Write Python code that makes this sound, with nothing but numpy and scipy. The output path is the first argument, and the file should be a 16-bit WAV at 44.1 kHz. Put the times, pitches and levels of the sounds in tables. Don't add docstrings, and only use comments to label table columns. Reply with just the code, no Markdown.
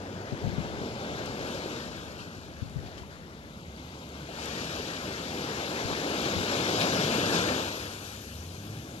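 import sys
import numpy as np
from scipy import signal
from scipy.fft import rfft, irfft, next_fast_len
from scipy.io import wavfile
from scipy.ndimage import uniform_filter1d, map_coordinates

SR = 44100
rng = np.random.default_rng(int(sys.argv[2]) if len(sys.argv) > 2 else 0)


def digitize_waveform(pressure):
    field = np.atleast_2d(pressure).T
    bounded = np.clip(field, -1, 1)
    quanta = np.round(bounded * 32767).astype(np.int16)
    wavfile.write(sys.argv[1], SR, quanta)


N = 396900


# frequency in Hz, colour in dB per Hz.
RUMBLE_COLOUR = [(20, -35), (40, -13.5), (65, -1), (90, -1), (130, -6.5), (200, -3), (300, -9), (600, -49),
                 (2000, -57)]
# frequency in Hz, colour in dB per Hz.
ROAR_COLOUR = [(60, -35), (150, 2.5), (220, -13), (340, -7.5), (550, -22.5), (1500, -36.5)]
# start of the hold in seconds, level in dB, rise in seconds per 10 dB,
# hold in seconds, fall in seconds per 10 dB.
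ENGINE_ROARS = [(2.65, -53, 9.5, 0.2, 0), (4.25, -47.5, 1.2, 0.26, 3), (8.55, -47, 0.2, 0.49, 4)]
# start of the hold in seconds, level in dB,
# rise in seconds per 10 dB, hold in seconds, fall in seconds per 10 dB, average firing rate in Hz.
ENGINE_DRONES = [(0, -49, .1, 0.26, -0.1, 95.1), (.2, -52.5, 1.5, 1.25, -0.5, 198.7),
                 (3.95, -54, 1.2, 3.3, 3, 73), (4.8, -54.5, 0.5, .95, 0.7, 93.5),
                 (6.3, -46, 0.1, .35, 3.5, 98.2)]
# time in seconds, average firing rate in Hz, level in dB.
ENGINE_PULLS_AWAY = [(7.8, 60, -72), (8.17, 63, -59), (8.3, 71, -49), (8.42, 81, -43.5), (8.6, 98, -43),
                     (8.78, 113, -41.5), (8.85, 117, -51), (9, 119, -66)]
# multiple of the firing rate, average relative level in dB.
EXHAUST_TONES = [(1, 3), (2, -15), (3, -13), (4, -24)]

# start of the hold in seconds, level in dB before it wavers,
# rise in seconds per 10 dB, hold in seconds, fall in seconds per 10 dB.
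WIND_GUSTS = [(.45, -38.5, -6, 0.33, -0.47), (1.2, -48.5, 1.5, 0.33, .1), (2.797, -46.5, 2, 0.1, .45),
              (5.9, -58, 0, .6, -0.8), (7.1, -46, 0.3, 0.34, -1.5)]
# start in seconds, peak in dB before a cut of 0.5 dB, rise in seconds,
# sharp edge in dB relative to the uncut peak.
WIND_PUFFS = [(.322, -26, 0.0073, -4), (.425, -26.5, 0.015, -8.5), (.463, -24.5, 0.02, -11),
              (.53, -32, 0.0087, -16), (.578, -28, 0.0095, 1), (.65, -34, 0.0099, -8),
              (.715, -39, .012, -12), (.81, -31, .008, -11), (1.29, -39, 0.0079, -10),
              (2.618, -31, 0.0082, -6), (2.652, -35, .009, -12), (2.757, -25.5, .012, -13.5),
              (2.834, -34, .007, -12), (3.012, -42, 0.0061, -8), (3.44, -48, 0.012, -14),
              (5.85, -33, 0.007, -18), (5.91, -31, 0.0068, -14), (6.355, -32, 0.017, -8)]
# frequency in Hz, colour in dB per Hz.
BUFFET_COLOUR = [(20, -21), (50, -4), (90, 4.5), (150, -1), (250, -14), (400, -27), (1000, -77)]
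# frequency in Hz, colour in dB per Hz.
EDGE_COLOUR = [(60, -27), (150, 1.5), (260, 1), (400, -17), (1000, -60)]

# start in seconds, peak in dB, rise in seconds.
SPRAY_DROPS = [(.786, -51, .0007), (1.258, -40, .0008), (2.182, -49.5, 0.00092), (2.370, -49.5, .0005),
               (2.697, -48, .0006), (2.985, -49, .0007), (4.091, -47.5, .0008), (4.458, -36, .0008),
               (7.142, -31, .0008)]
# frequency in Hz, colour in dB per Hz.
TICK_COLOUR = [(2000, -25), (5000, 2), (7300, 6), (8500, 0), (12500, -6)]
# start in seconds, starting pitch in Hz, level in dB,
# time to fall 60 dB in seconds.
BIG_BUBBLES = [(1.552, 520, -20, 0.02), (1.658, 370, -13.5, 0.019), (1.717, 344, -24, 0.025),
               (2.790, 1860, -39, 0.035), (2.882, 685, -35, 0.035), (3.033, 980, -35, .04),
               (3.763, 4500, -35, 0.011), (4.205, 1500, -38, .06), (4.288, 670, -32.5, 0.066),
               (4.796, 425, -20, 0.04), (6.262, 324, -14.5, 0.029)]
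# start in seconds, peak in dB before a cut of 4 dB, rise in seconds.
WATER_SLAPS = [(1.18, -37.5, .0085), (1.254, -36, 0.0077), (1.70, -38, 0.011), (1.80, -46, .015),
               (2.186, -38, 0.013), (2.857, -44.5, 0.011), (2.972, -42, .01), (3.0944, -45, 0.024),
               (3.77, -48, 0.012), (4.435, -41, 0.013), (6.248, -30, 0.013), (6.795, -23, 0.017),
               (7.32, -23.5, 0.027)]
# frequency in Hz, colour in dB per Hz.
SLAP_COLOUR = [(200, -13), (600, -4), (1500, 2.5), (3500, 2.0), (7000, -5), (8500, -15.0), (13000, -21)]
# start of the hold in seconds, level in dB,
# rise in seconds per 10 dB, hold in seconds, fall in seconds per 10 dB.
WAVE_COLLAPSES = [(6.972, -34, 0.24, 0.088, 0.17), (7.25, -34.5, 0.15, 0.15, 0)]
# frequency in Hz, colour in dB per Hz.
BOOM_COLOUR = [(60, -29), (110, -5.5), (160, 1.5), (240, -1.5), (320, -3), (480, -7), (900, -45)]

# crest time in seconds, level in dB before the trapped air and the mix,
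# rise in seconds per 10 dB, hold in seconds, fall in seconds per 10 dB, trapped air in dB.
SPILLING_WAVES = [(0.828, -45, 2, 0.35, 0.48, 7), (1.478, -40, 0.44, 0.13, 0.7, 0.6),
                  (2.855, -54, 0.14, 0.17, -0.1, 6), (3.79, -57.5, -1.4, .3, 10, -2),
                  (4.434, -37, 0.13, 0.26, 1.0, -4.5), (5.395, -42, 0.18, 1, -0.14, 2.5),
                  (6.762, -30, 1.31, 0.73, 0.2749, -0.76), (8.76, -52.5, 0.8, 0.28, .5, 2)]
# start of the hold in seconds, level in dB before the mix,
# rise in seconds per 10 dB, hold in seconds, fall in seconds per 10 dB.
FOAM_SWASH = (8, -35, 2, 0.1, 0.5)
# frequency in Hz, colour in dB per Hz.
CHURN_COLOUR = [(30, -31), (60, -27), (105, -4), (170, -2), (250, 0), (380, 0), (520, -0.5), (650, -3),
                (850, -5.5), (1200, -15), (2500, -54)]
SPLASH_COLOUR = [(350, -54), (700, -8), (950, -2.5), (1120, -3), (1400, -1.5), (1700, -2.5), (1950, -2.5),
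                 (2400, -9.5), (4500, -39)]
SPRAY_COLOUR = [(900, -34), (1900, -6), (2400, -1), (3000, 0), (3900, 0.5), (5000, -2), (6200, -6.5),
                (7300, -7.5), (7900, -16.5), (9500, -23), (13000, -43)]
FOAM_COLOUR = [(3000, -22), (6000, 7), (7400, 3.5), (8300, -2), (9500, -2), (11500, 2.5), (13000, 0)]

# frequency in Hz, gain in dB, likeness from 0 to 1, lag in radians,
# all for a bearing of 0.
RIGHT_PORT = [(60, -.3, .99, .05), (200, -.6, .99, .24), (420, -1.2, .97, .58), (620, 1.1, .96, 1.03),
              (800, -1.8, .88, 1.58), (1250, -8, .72, 2.0), (1550, -5.8, .77, 2.0), (1740, -4, .75, 2.55),
              (1900, -4.8, .78, 2.95), (2050, -5.5, .76, 3.2), (2170, -5.6, .72, 3.55),
              (2400, -7, .69, 4.2), (3100, -7.6, .65, 6.2), (4000, -9.6, .54, 8.0), (5000, -13.3, .2, 9.47),
              (7000, -27, .02, 10), (12000, -28.5, .02, 10)]
# time in seconds,
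# bearing (1 far left, 0 the usual place, below 0 straight ahead).
SURF_BEARING = [(0, -0.3), (.6, 0.98), (1, 0.85), (1.5, -0.11), (2.1, -.4), (3.1, 0.47), (3.55, 1.3),
                (4.05, 1.5), (4.45, -0.48), (5.4, -0.0027), (6, 0.45), (6.5, 0.28), (7.25, -0.56),
                (7.95, -0.27), (8.5, -0.21), (9, 0.6)]
# frequency in Hz, right port in dB, its lag in radians,
# both ports in dB.
BEARING_EFFECT = [(620, 0.5, -0.038, 0), (950, 1.2, -0.11, 0.3), (1300, 4, 0.076, -1),
                  (1600, -1, 0.31, -0.5), (2200, 0, 0, 0.5), (3200, -4.5, -0.93, 1.5),
                  (4300, -3, -1.4, 0.5), (6000, 1.5, 0, 0.3), (9000, 1, 0, -0.1)]
# time in seconds, half width in Hz before it wavers.
HOLLOW_WIDTH = [(.35, 15), (.85, 175), (1.25, 180), (1.5, 130), (2.1, 205), (2.55, 165), (2.75, 15),
                (3.3, 15), (3.55, 130), (4.05, 225), (4.25, 110), (4.8, 180), (5.6, 85), (6.1, 160),
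                (6.9, 140), (7.35, 220), (7.95, 205), (8.2, 150), (9, 165)]

CALM_CHURN_DB, CALM_SPLASH_DB, CALM_SPRAY_DB, CALM_FOAM_DB = -53.5, -51.5, -71, -61
CHURN_AIR_SHARE, SPLASH_AIR_SHARE, FOAM_AIR_SHARE = 0.89, 0.46, -0.11
SPLASH_LINGER_S, SPLASH_LINGER_DB = 0.12, -4.5
SPRAY_LINGER_S, SPRAY_LINGER_DB = 0.47, -10
FOAM_LINGER_S, FOAM_LINGER_DB = 2.1, -5
RUMBLE_DB, HISS_DB = -49, -77.0
HOLLOW_HZ, HOLLOW_SHIFT_HZ, HOLLOW_WANDER_HZ, HOLLOW_FLUTTER = 1960, -91, 36.2, 0.39
TOP_HZ = 13100


def amp(db):
    return 10 ** (np.asarray(db) / 20)


def unit(x):
    return x / np.sqrt(np.mean(x ** 2) + 1e-20)


def along(points, hz):
    f, *columns = np.transpose(points)
    return [np.interp(np.log(hz + 1), np.log(f + 1), column) for column in columns]


def curves(rows):
    seconds, *columns = np.transpose(rows)
    return [np.interp(np.arange(N) / SR, seconds, column) for column in columns]


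def wobble(rate):
    knots = rng.standard_normal(int(N * rate / SR) + 4)
    return map_coordinates(knots, [np.arange(N) * rate / SR])


def filtered(x, response):
    m = next_fast_len(N + SR // 4)
    return irfft(rfft(x, m) * response(np.fft.rfftfreq(m, 1 / SR)), m)[..., :N]


def coloured(x, colour):
    return unit(filtered(x, lambda hz: amp(along(colour, hz)[0])))


def noise():
    return rng.standard_normal((2, N))


def patchy(depth_db):
    z = signal.stft(noise(), nperseg=512)[2]
    patches = uniform_filter1d(rng.standard_normal(z.shape[1:]), size=7, axis=0)
    patches = uniform_filter1d(patches, size=9, axis=1)
    return unit(signal.istft(z * amp(depth_db * unit(patches)), nperseg=512)[1][:, :N])


def swell(s, db, rise, hold, fall):
    t = np.arange(N) / SR
    before = np.maximum(s - t, 0)
    after = np.maximum(t - s - hold, 0)
    return amp(db - 10 * before / max(rise, .01) - 10 * after / max(fall, .01))


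def together(envelopes):
    return np.sqrt(sum(e ** 2 for e in envelopes))


def bursts(rows):
    envelope, t = np.zeros(N + SR), np.arange(SR // 2) / SR
    for s, db, rise in rows:
        u = t / max(rise, 1e-4)
        envelope[round(s * SR):][:len(t)] += amp(db) * u * np.exp(1 - u)
    return envelope[:N]


def engine(hz, envelope):
    phase = 2 * np.pi * np.cumsum(hz * (1 + .006 * wobble(10))) / SR
    note = sum(amp(level + 0.47 * wobble(5.8)) * np.sin(round(k) * phase) for k, level in EXHAUST_TONES)
    return envelope * unit(note)


def traffic():
    road = amp(RUMBLE_DB) * coloured(noise(), RUMBLE_COLOUR)
    road += together(swell(*row) for row in ENGINE_ROARS) * coloured(noise(), ROAR_COLOUR)
    for *shape, hz in ENGINE_DRONES:
        road[0] += engine(hz, swell(*shape))
    hz, db = curves(ENGINE_PULLS_AWAY)
    road[0] += engine(hz, amp(db))
    return road


def wind():
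    gusts = together(swell(*row) for row in WIND_GUSTS) * amp(2.5 * wobble(16))
    puffs = amp(-.5) * bursts(row[:3] for row in WIND_PUFFS)
    edge = bursts((s, db + edge_db, rise) for s, db, rise, edge_db in WIND_PUFFS)
    eddies = together([gusts, puffs]) * coloured(noise(), BUFFET_COLOUR)
    eddies += edge * coloured(noise(), EDGE_COLOUR)
    left_and_right = eddies * amp([[0], [-20]])
    return filtered(left_and_right, lambda hz: hz ** 2 / np.hypot(hz ** 2, 45 ** 2))


def drops():
    return bursts(SPRAY_DROPS) * coloured(noise(), TICK_COLOUR)


def plops():
    out, t = np.zeros(N + SR), np.arange(SR // 5) / SR
    for s, hz, db, t60 in BIG_BUBBLES:
        age = t / t60
        tone = np.sin(2 * np.pi * hz * t * (1 + 0.038 * age))
        soft_start = 1 - np.exp(-t * hz)
        out[round(s * SR):][:len(t)] += amp(db) * tone * amp(-60 * age) * soft_start
    return out[:N]


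def slaps():
    return amp(-4.0) * bursts(WATER_SLAPS) * coloured(patchy(3.2), SLAP_COLOUR)


def collapse():
    return together(swell(*row) for row in WAVE_COLLAPSES) * coloured(noise(), BOOM_COLOUR)


def bubbles(low_hz, high_hz, cycles, spread_db, count):
    when, pitch, strength = rng.random((count, 3)).T
    hz = low_hz * (high_hz / low_hz) ** pitch[:, None]
    n = np.arange(int(min(cycles * SR / low_hz, 2000)))
    age = n * hz / SR / cycles
    size = amp(-spread_db * np.log(strength + .01))[:, None] * np.sqrt(hz)
    rings = size * np.sin(2 * np.pi * cycles * age * (1 + 0.14 * age)) * amp(-40 * age)
    places = (when * N).astype(int)[:, None] + n
    return unit(np.bincount(places.ravel(), rings.ravel(), N)[:N])


def water(colour, grains, grain_db, patchy_db, flutter_db):
    rush = patchy(patchy_db)
    rush[0] += amp(grain_db) * grains
    return coloured(rush, colour) * amp(flutter_db * wobble(22))


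def surge(air_share):
    return together(swell(s, db + air_share * air_db, rise, hold, fall)
                    for s, db, rise, hold, fall, air_db in SPILLING_WAVES)


def lingering(envelope, seconds, db):
    keep = np.exp(-1 / (SR * seconds))
    trail = signal.lfilter([1 - keep], [1, -keep], envelope ** 2)
    return np.sqrt(envelope ** 2 + amp(db) ** 2 * trail)


def churn():
    strength = together([surge(CHURN_AIR_SHARE), amp(CALM_CHURN_DB)])
    cloud = bubbles(161.4, 766, cycles=5.4, spread_db=0.5, count=2400)
    return amp(0.43) * strength * water(CHURN_COLOUR, cloud, grain_db=-20.0, patchy_db=0.72, flutter_db=0.27)


def splash():
    trail = lingering(surge(SPLASH_AIR_SHARE), SPLASH_LINGER_S, SPLASH_LINGER_DB)
    strength = together([trail, amp(CALM_SPLASH_DB)])
    cloud = bubbles(705, 2185, cycles=19.0, spread_db=1.0, count=2500)
    return amp(-3.0) * strength * water(SPLASH_COLOUR, cloud, grain_db=-18.0, patchy_db=1.6, flutter_db=0.05)


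def spray():
    trail = lingering(surge(0), SPRAY_LINGER_S, SPRAY_LINGER_DB)
    strength = together([trail, amp(CALM_SPRAY_DB)])
    cloud = bubbles(1900, 7570, cycles=12.0, spread_db=3.0, count=7000)
    return amp(-0.18) * strength * water(SPRAY_COLOUR, cloud, grain_db=-15.0, patchy_db=1.3, flutter_db=0.17)


def foam():
    trail = lingering(surge(FOAM_AIR_SHARE), FOAM_LINGER_S, FOAM_LINGER_DB)
    strength = together([trail, swell(*FOAM_SWASH), amp(CALM_FOAM_DB)])
    cloud = bubbles(6300, 13500, cycles=4, spread_db=2.0, count=9000)
    return amp(-11.5) * strength * water(FOAM_COLOUR, cloud, grain_db=-8.5, patchy_db=2.3, flutter_db=0.5)


def surf():
    return (churn() + splash() + spray() + foam()) * amp(0.33 * wobble(20))


def hollow(left, right, hz, s, bearing):
    width = np.interp(s, *np.transpose(HOLLOW_WIDTH))
    wander, flutter = (np.interp(s, np.arange(N) / SR, wobble(14)) for _ in range(2))
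    width = width * np.exp(HOLLOW_FLUTTER * flutter)
    centre = HOLLOW_HZ + HOLLOW_SHIFT_HZ * bearing + HOLLOW_WANDER_HZ * wander
    shared = (left + right) / 2 * np.exp(-((hz - centre) / width) ** 8)
    return np.array([left, right]) - shared


def ports(field):
    hz, s, (direct, diffuse) = signal.stft(field, SR, nperseg=2048)
    hz = hz[:, None]
    bearing = np.interp(s, *np.transpose(SURF_BEARING))
    db, alike, lag = along(RIGHT_PORT, hz)
    shade_db, extra_lag, both_db = along(BEARING_EFFECT, hz)
    late = alike * np.exp(-1j * (lag + bearing * extra_lag)) * direct
    right = amp(db + bearing * shade_db) * (late + np.sqrt(1 - alike ** 2) * diffuse)
    pair = hollow(direct, right, hz, s, bearing) * amp(bearing * both_db)
    return signal.istft(pair, nperseg=2048)[1][:, :N]


def scene():
    field = traffic() + drops() + slaps() + collapse() + surf()
    field[0] += plops()
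    return ports(field) + wind()


def record(dry):
    hiss = amp(HISS_DB) * noise()
    return filtered(dry + hiss, lambda hz: hz < TOP_HZ)


dry = scene()
out = record(dry)
digitize_waveform(out)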